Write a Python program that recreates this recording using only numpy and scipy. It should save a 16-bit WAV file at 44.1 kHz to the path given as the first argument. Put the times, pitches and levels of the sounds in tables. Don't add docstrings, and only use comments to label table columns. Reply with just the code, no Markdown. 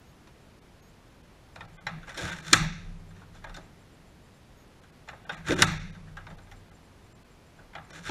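import sys
import numpy as np
from scipy import signal
from scipy.fft import rfft, irfft
from scipy.io import wavfile
from scipy.ndimage import uniform_filter1d

SR = 44100
rng = np.random.default_rng(int(sys.argv[2]) if len(sys.argv) > 2 else 0)


def elevation(decibels):
    levels = np.asarray(decibels, float)
    return 10 ** (levels / 20)


def put_to_file(sound):
    columns = np.atleast_2d(sound).T
    safe = np.clip(columns, -1, 1)
    whole_steps = np.round(safe * 32767)
    wavfile.write(sys.argv[1], SR, whole_steps.astype(np.int16))


N = 357210
T = np.arange(N) / SR
SPAN = 4096

# pitch_hz, level_db (per Hz)
AIR = [(15, -9.5), (30, 1), (150, -1.5), (300, -7.5), (700, -13), (2000, -19.5), (4500, -26), (6500, -29.5),
       (8000, -33), (9800, -35.5), (10800, -31.5), (12000, -38), (15200, -39.5), (15600, -60)]
# start_s, length_s, pitch_hz, level_db
SQUEAKS = [
    (0.05, .075, 6600, -75),
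    (0.808, .085, 6500, -73),
    (4.569, 0.075, 6550, -73.5),
]
# start_s, peak_db, low_part_db, high_part_db
TICKS = [(0.2714, -55.5, -2, -7), (1.7804, -43.5, -10, -40), (2.072, -47, -4, -14),
         (2.0925, -43, -5.5, -8.5), (2.143, -40.5, -23, -10), (2.174, -38, -11, -2),
         (2.3131, -33, -25, -23), (2.4473, -42.5, -44, -22), (2.4763, -44, -23.5, -9),
         (3.542, -44, -19.5, -5.5), (3.564, -45, 1.5, -3.5), (4.8338, -53.5, -13.5, -10.5),
         (5.0745, -50, 2, -13), (5.3204, -45.5, -9, -8), (5.9474, -49.5, -6, -15), (6.0696, -53, -1, -21),
         (6.1687, -40.5, -4.5, -14.5), (6.468, -56.5, -1, -23.5), (6.5132, -47, -6, -8),
         (6.706, -55.5, -4, -22), (7.5881, -53, 2, -25), (7.732, -44, -15, -28)]
# start_s, peak_db, low_part_db, high_part_db
KNOCKS = [(1.5572, -40, -1, -8.5), (1.6056, -38, -6, -14.5), (1.6494, -56, -2, -7),
          (1.8662, -24, -9, -12.5), (2.029, -45, -21, -14), (3.106, -55, -9, -10),
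          (3.2162, -52.5, 1, -17.5), (3.3504, -57, 3, -2), (3.4397, -38.5, -3.5, -10.5),
          (3.4644, -46.5, 0, -21), (3.494, -49, 0, -4), (5.0858, -36, -6.5, -10.5),
          (5.1287, -47.5, 2, -28.5), (5.251, -46, -0.5, -16), (5.2923, -28.5, -6, -14),
          (6.2659, -42.5, -3.5, -12.5), (6.3011, -48, 0, -12), (6.3829, -54.5, 1, -6),
          (7.7508, -35.5, -4, -13), (7.7797, -43.5, -2, -24)]
# start_s, peak_db, low_part_db, rattle_ms
THUDS = [
    (2.5258, -28, 5.5, 2.9),
    (3.58, -62, 16.5, 4.6),
    (5.492, -39, 13, 3),
    (5.507, -23.5, 5, 0.68),
    (5.521, -27, 4.5, 2.5),
    (5.538, -37, 10.5, 3.5),
    (5.589, -29, 2.5, 6.8),
    (8.093, -30.5, 1, 3.7),
]
# start_s, peak_db, high_part_db, rattle_ms
SLAMS = [
    (2.5298, -6.5, -5, 6.7),
    (5.6202, -9, -5.5, 8.3),
]
# pitch_hz, width_hz, level_db
BODY = [(298, 27, -2), (386, 23, -0.5), (407, 71, -7.5), (500, 30, -5.5), (545, 24, -6.5), (642, 42, -7),
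        (818, 69, -8.5), (954, 50, -7), (1237, 96, -4.5), (1370, 45, 1.5), (1480, 92, 1.5), (1631, 84, 3),
        (1825, 70, -0.5), (2047, 120, -3.5), (2416, 100, -4.5), (2885, 250, -9), (3392, 200, -5),
        (3650, 120, -2.5), (3927, 63, -5.5), (4200, 140, -8), (5030, 560, -14.5), (5574, 150, -6.5),
        (6030, 250, -10), (7090, 320, -10), (8656, 700, -18), (11000, 1600, -22.5), (13100, 3500, -32)]
# pitch_hz, fade_s (time to fall 60 dB), level_db
ROOM = [(287, 0.36, -15), (900, 0.29, -9.5), (2180, 0.62, -15.5), (4640, 0.57, -19), (11080, 0.25, -17)]
# start_s, level_db
CRICKET = [(0.4094, -74), (0.8794, -70), (1.5294, -72), (1.7294, -68), (2.9682, -74), (3.08, -67),
           (3.3515, -74), (3.6287, -67), (3.7887, -71), (3.9194, -70.5), (4.0594, -71), (4.2297, -71.5),
           (4.3388, -72.5), (5.1292, -76), (6.0494, -75.5), (6.1704, -75), (6.2894, -69), (6.4176, -67),
           (6.556, -66), (6.7328, -67), (6.834, -69.5), (7.039, -68), (7.121, -66.5), (7.3028, -72),
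           (7.4586, -70.5), (7.5594, -69.5), (7.8294, -68)]
# start_s, plate_db, frame_db, worktop_db, plate_fade_s (short under a resting hand)
SHOVES = [(1.6, -55.5, -52, -47, 1.4), (1.88, -41.5, -62, -49.5, 0.72), (1.97, -36, -41, -53, 0.095),
          (2.24, -36.5, -55.5, -39, 0.67), (2.35, -43, -63.5, -59.5, 0.36), (2.54, -34.5, -45, -37, 1),
          (2.62, -30.5, -38, -35, 0.63), (2.88, -49.5, -43.5, -52, 2.85), (3.36, -62, -51.5, -52, .9),
          (3.521, -49, -50, -66, 1.03), (4.06, -63, -65.5, -62.5, .2), (5.12, -55.5, -67.5, -51, .6),
          (5.33, -46.5, -64.5, -59, 0.54), (5.4, -58, -51, -80, .2), (5.5, -32, -41, -34.5, 0.76),
          (5.61, -29.5, -41, -35.5, .6), (5.72, -34.5, -34, -38.5, 1.38), (6.14, -70, -49, -54, 0.94),
          (6.33, -47.5, -44, -60, 0.28), (6.53, -61, -55, -68, 0.78), (7.6, -58, -59, -65.5, .4),
          (7.794, -50, -62, -51, 1.4), (8.0, -44, -55, -57, 0.39), (8.09, -59, -47, -45, .6)]
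# pitch_hz, width_hz, level_db
PLATE = [(155.2, 9.7, 1.5), (182.5, 40, -4.5)]
# pitch_hz, width_hz, level_db
FRAME = [(31.5, 1.5, 0)]
# pitch_hz, peak_db, fade_s (time to fall 60 dB), swell_s
CASING = [(50.5, -38.5, .7, 0.035), (95.7, -44.5, 3.8, 0.14), (107.9, -27, 0.31, 0.015),
          (217.2, -33, 0.24, 0.0052), (302, -28, 0.067, 0.0028)]
# start_s (full force), held_s, level_db, low_part_db, high_part_db
TEARS = [(2.092, 0.011, -46, -14.5, -13), (2.183, .07, -40, -5.5, -7.5), (2.27, 0.059, -40.5, -17, -10.5),
         (2.37, 0.055, -53.5, -11, -6), (2.46, 0.1, -49.5, -13.5, -4), (3.159, .06, -65, -2.5, -10.5),
         (3.351, .012, -60.5, -12, -7), (3.449, 0.023, -55, -12, -21), (5.33, 0.036, -49.5, -13.5, -13.5),
         (5.483, .045, -34.5, -14.5, -11), (5.593, 0.028, -34, -7, -9), (7.915, 0.068, -50.5, -10, -8),
         (8.045, .015, -53, -18, -3), (8.07, 0.024, -40.5, -18, -9.5)]
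# centre_s, depth_db, length_ms
LOST = [(0.606, -12, 29), (.816, -16, 20), (1.225, -10, 19), (1.669, -10, 28), (1.789, -34, 45),
        (2.312, -12, 19), (2.419, -12, 21), (2.717, -5, 15), (3.464, -13, 17), (4.81, -17, 17.6),
        (4.915, -10, 22), (5.128, -8.5, 8.3), (5.257, -18.5, 23), (5.36, -19, 24), (5.552, -26, 21),
        (5.659, -12, 27), (5.79, -22, 16.6), (5.918, -21, 20), (6.151, -4.5, 15), (6.364, -18, 16.5),
        (6.707, -23.5, 19), (7.141, -15.5, 27), (7.24, -22, 17.5), (7.922, -24, 23), (8.014, -4, 11)]


def unit(x):
    return x / np.sqrt(np.mean(x ** 2))


def shape(x, gain):
    hz = np.arange(len(x) // 2 + 1) * SR / len(x) + 0.0011
    return irfft(rfft(x) * gain(hz), len(x))


def band(x, lo_hz, hi_hz):
    return signal.sosfilt(signal.butter(3, [lo_hz, hi_hz], "band", fs=SR, output="sos"), x)


def ring(hz, modes, extra_db, spread=1.):
    total = 0
    for k, ((f, width, db), extra) in enumerate(zip(modes, extra_db)):
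        loss = 1j * hz * width * spread
        total = total + (-1) ** k * elevation(db + extra) * loss / (f * f - hz * hz + loss)
    return total


def slices(hz, edges_hz):
    above = np.array([1 - 1 / (1 + (hz / edge) ** 7) for edge in edges_hz])
    return above[:-1] - above[1:]


def swells(starts, held, levels_db, rise_db_s, fall_db_s):
    power = np.zeros(N // 64 + 2)
    t = np.arange(len(power)) * 64 / SR
    for s, hold, db, fall in np.broadcast(starts, held, levels_db, fall_db_s):
        climb = rise_db_s * np.maximum(s - t, 0)
        fade = fall * np.maximum(t - s - hold, 0)
        power += elevation(db - climb - fade) ** 2
    return np.interp(T, t, np.sqrt(power))


def air():
    hz, db = np.transpose(AIR)
    hiss = shape(rng.standard_normal(N), lambda f: elevation(np.interp(np.log(f), np.log(hz), db)))
    return unit(hiss) * elevation(-57.5)


def squeaks():
    out = np.zeros(N)
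    for s, length, hz, db in SQUEAKS:
        t = T[:int(length * SR)]
        phase = 2 * np.pi * hz * (t + 0.081 * t * t)
        edge = np.clip(np.minimum(t, length - t) / 0.0045, 0, 1)
        out[int(s * SR):][:len(t)] = elevation(db) * edge * (np.sin(phase) + elevation(-5.0) * np.sin(2 * phase))
    return out


def blows(rows, low_hz, split_hz, scatter_db, spread, hold):
    out = np.zeros((2, N + SPAN))
    t, hz = T[:SPAN], np.arange(SPAN // 2 + 1) * SR / SPAN
    parts = slices(hz, (low_hz, split_hz, 3000, 5000, 17000))
    blurs = irfft(parts * ring(hz, BODY, np.zeros(len(BODY)), 4.0))
    for s, db, low_db, mid_db, top_db, ms in rows:
        noise, chance = rng.standard_normal((2, SPAN))
        uneven = elevation(10.0 * uniform_filter1d(chance, size=40))
        contacts = noise * uneven * (1 - np.exp(-t / 0.00026))
        length_s = max(ms, .5) / 1000 * np.array([[1.1], [1], [.8], [.65]])
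        rattle = contacts * np.exp(-(t / length_s) ** hold)
        tones = ring(hz, BODY, scatter_db * chance[:len(BODY)], spread)
        hits = irfft(rfft(rattle) * tones * parts)
        part_db = np.array([low_db - 0.5, 0, mid_db + 2.0, top_db + 6.5])
        hits = hits * (elevation(db + part_db) / np.abs(hits).max(axis=1))[:, None]
        energy = np.sqrt(np.sum(hits ** 2, axis=1) / np.sum(blurs ** 2, axis=1))
        out[:, int(s * SR):][:, :SPAN] += [hits.sum(axis=0), energy @ blurs]
    return out[:, :N]


def taps():
    rows = [(*row, row[-1] - 6, 12) for row in TICKS]
    rows += [(*row, row[-1] - 14, 8.7) for row in KNOCKS]
    return blows(sorted(rows), 520, 1000, 3.0, 1.0, 0.81)


def cricket():
    starts = np.zeros(N)
    for s, db in CRICKET:
        starts[int((s + .02) * SR)] = elevation(db - 7.5)
    gate = uniform_filter1d(uniform_filter1d(starts, size=1600) * 1600, size=300)
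    noise = rng.standard_normal(N)
    return gate * (unit(band(noise, 7280, 7420)) + elevation(-6.0) * unit(band(noise, 8700, 9200)))


def hob():
    push = rng.standard_normal((3, N))
    at, plate_db, frame_db, worktop_db, plate_fade = np.transpose(SHOVES)

    def shoved(db, fade_s):
        return swells(at, 0, db, 260, 60 / np.maximum(fade_s, .05))

    plate = unit(shape(push[0], lambda f: ring(f, PLATE, [0, 0]) ** 2))
    frame = unit(shape(push[1], lambda f: ring(f, FRAME, [0])))
    worktop = unit(band(push[2], 60, 140.0))
    out = plate * shoved(plate_db - 3.0, plate_fade)
    out = out + frame * shoved(frame_db - 3.0, 1)
    out = out + worktop * shoved(worktop_db - 4.5, 0.51)
    t = T[:2 * SR]
    boom = 0
    for hz, db, fade_s, swell_s in CASING:
        loudness = elevation(db - 60 * t / fade_s) * (1 - np.exp(-t / swell_s))
        boom = boom + loudness * np.sin(2 * np.pi * hz * t)
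    for s, *_ in SLAMS:
        out[int((s - .004) * SR):][:2 * SR] += boom * np.clip(10 - 5 * t, 0, 1)
    return out


def onion():
    cracks = rng.standard_normal(N) * (rng.random(N) < .1) * elevation(1.9 * rng.exponential(size=N))
    cracks = cracks * elevation(1.1 * unit(band(rng.standard_normal(N), 30, 110)))
    hz = np.arange(SPAN // 2 + 1) * SR / SPAN
    body = ring(hz, BODY, np.zeros(len(BODY)), 1.6)
    voices = irfft(slices(hz, (280, 750, 3000, 16000)) * body)
    voices = np.roll(voices, shift=SPAN // 32, axis=1)
    s, held, level, low, high = np.transpose(TEARS)
    out = 0
    for voice, db in zip(voices, (level + low + 0.97, level - 1.5, level + high + 1.14)):
        crunch = unit(signal.oaconvolve(cracks, voice)[:N])
        out = out + crunch * swells(s, held, db, 622, 361)
    return out


def thuds():
    rows = [(s, db, low_db, -8, -19, ms) for s, db, low_db, ms in THUDS]  # high, top part in dB
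    return blows(rows, 220, 480, 2.378, 1.4, 2.1)


def slams():
    rows = [(s, db, -18.5, high, high - 2.5, ms) for s, db, high, ms in SLAMS]
    return blows(rows, 260, 1000, 1.5, 2.2, 1.3)


def kitchen(x):
    t, tail = T[:SR], 0
    for hz, fade_s, db in ROOM:
        echo = band(rng.standard_normal(SR), hz / 1.65, min(hz * 1.396, 17000))
        echo = echo * elevation(-60 * t / fade_s) * np.clip(t / 0.0022, 0, 1)
        width = min(hz * 1.7 / (SR / 2), 1)
        tail = tail + elevation(db) * echo / np.sqrt(np.sum(echo ** 2) / width)
    return signal.fftconvolve(x, tail)[:N]


def scene():
    near, walls = taps() + thuds() + slams() + onion()
    return (near + elevation(4.0) * kitchen(walls) + hob() + cricket() + squeaks() + air())[None]


def starve(x):
    low_hz, high_hz = 12600, 15290
    hz, t, bins = signal.stft(x, SR, nperseg=1024)
    luck = rng.random((len(hz) // 4 + 1, len(t) // 3 + 1))
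    luck = np.repeat(np.repeat(luck, 4, axis=0), 3, axis=1)[:len(hz), :len(t)]
    share = .45 * np.clip((hz - low_hz) / (high_hz - low_hz) + .2, 0, 1) * (hz > low_hz)
    holes = np.where(luck < share[:, None], elevation(-17.5), 1)
    return signal.istft(bins * holes, SR, nperseg=1024)[1][:N]


def conceal(x, count=9):
    out = x.copy()
    window = np.hanning(2048)
    for s, db, ms in LOST:
        a = int(s * SR) - 1024
        piece = x[a:a + 2048]
        bins = rfft(piece * window)
        tops = signal.argrelmax(np.abs(bins), order=8)[0]
        keep = np.arange(len(bins)) < 40
        for k in tops[np.argsort(np.abs(bins[tops]))[-count:]]:
            keep[k - 2:k + 3] = True
        rest = piece - irfft(bins * keep) / np.maximum(window, .25)
        dip = np.clip((ms / 2000 + .001 - np.abs(T[a:a + 2048] - s)) / .009, 0, 1)
        out[a:a + 2048] -= rest * (1 - elevation(db)) * np.sin(dip * np.pi / 2) ** 2
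    return out


def top_cut(x):
    return signal.sosfilt(signal.butter(12, 16440, fs=SR, output="sos"), x)


def record(dry):
    overloaded = np.tanh(1.1 * dry[0]) / np.tanh(1.1)
    heard = shape(overloaded, lambda f: elevation(-24.0) + .93 / (1 + (f / 15350) ** 90))
    starved = sum(np.clip(np.minimum(T - s - .1, s + 0.51 - T) / 0.066, 0, 1) for s, *_ in SLAMS)
    heard = heard - starved * shape(heard, lambda f: 1 - 1 / (1 + (f / 12800) ** 16))
    return top_cut(conceal(starve(heard))[None])


dry = scene()
out = record(dry)
put_to_file(out)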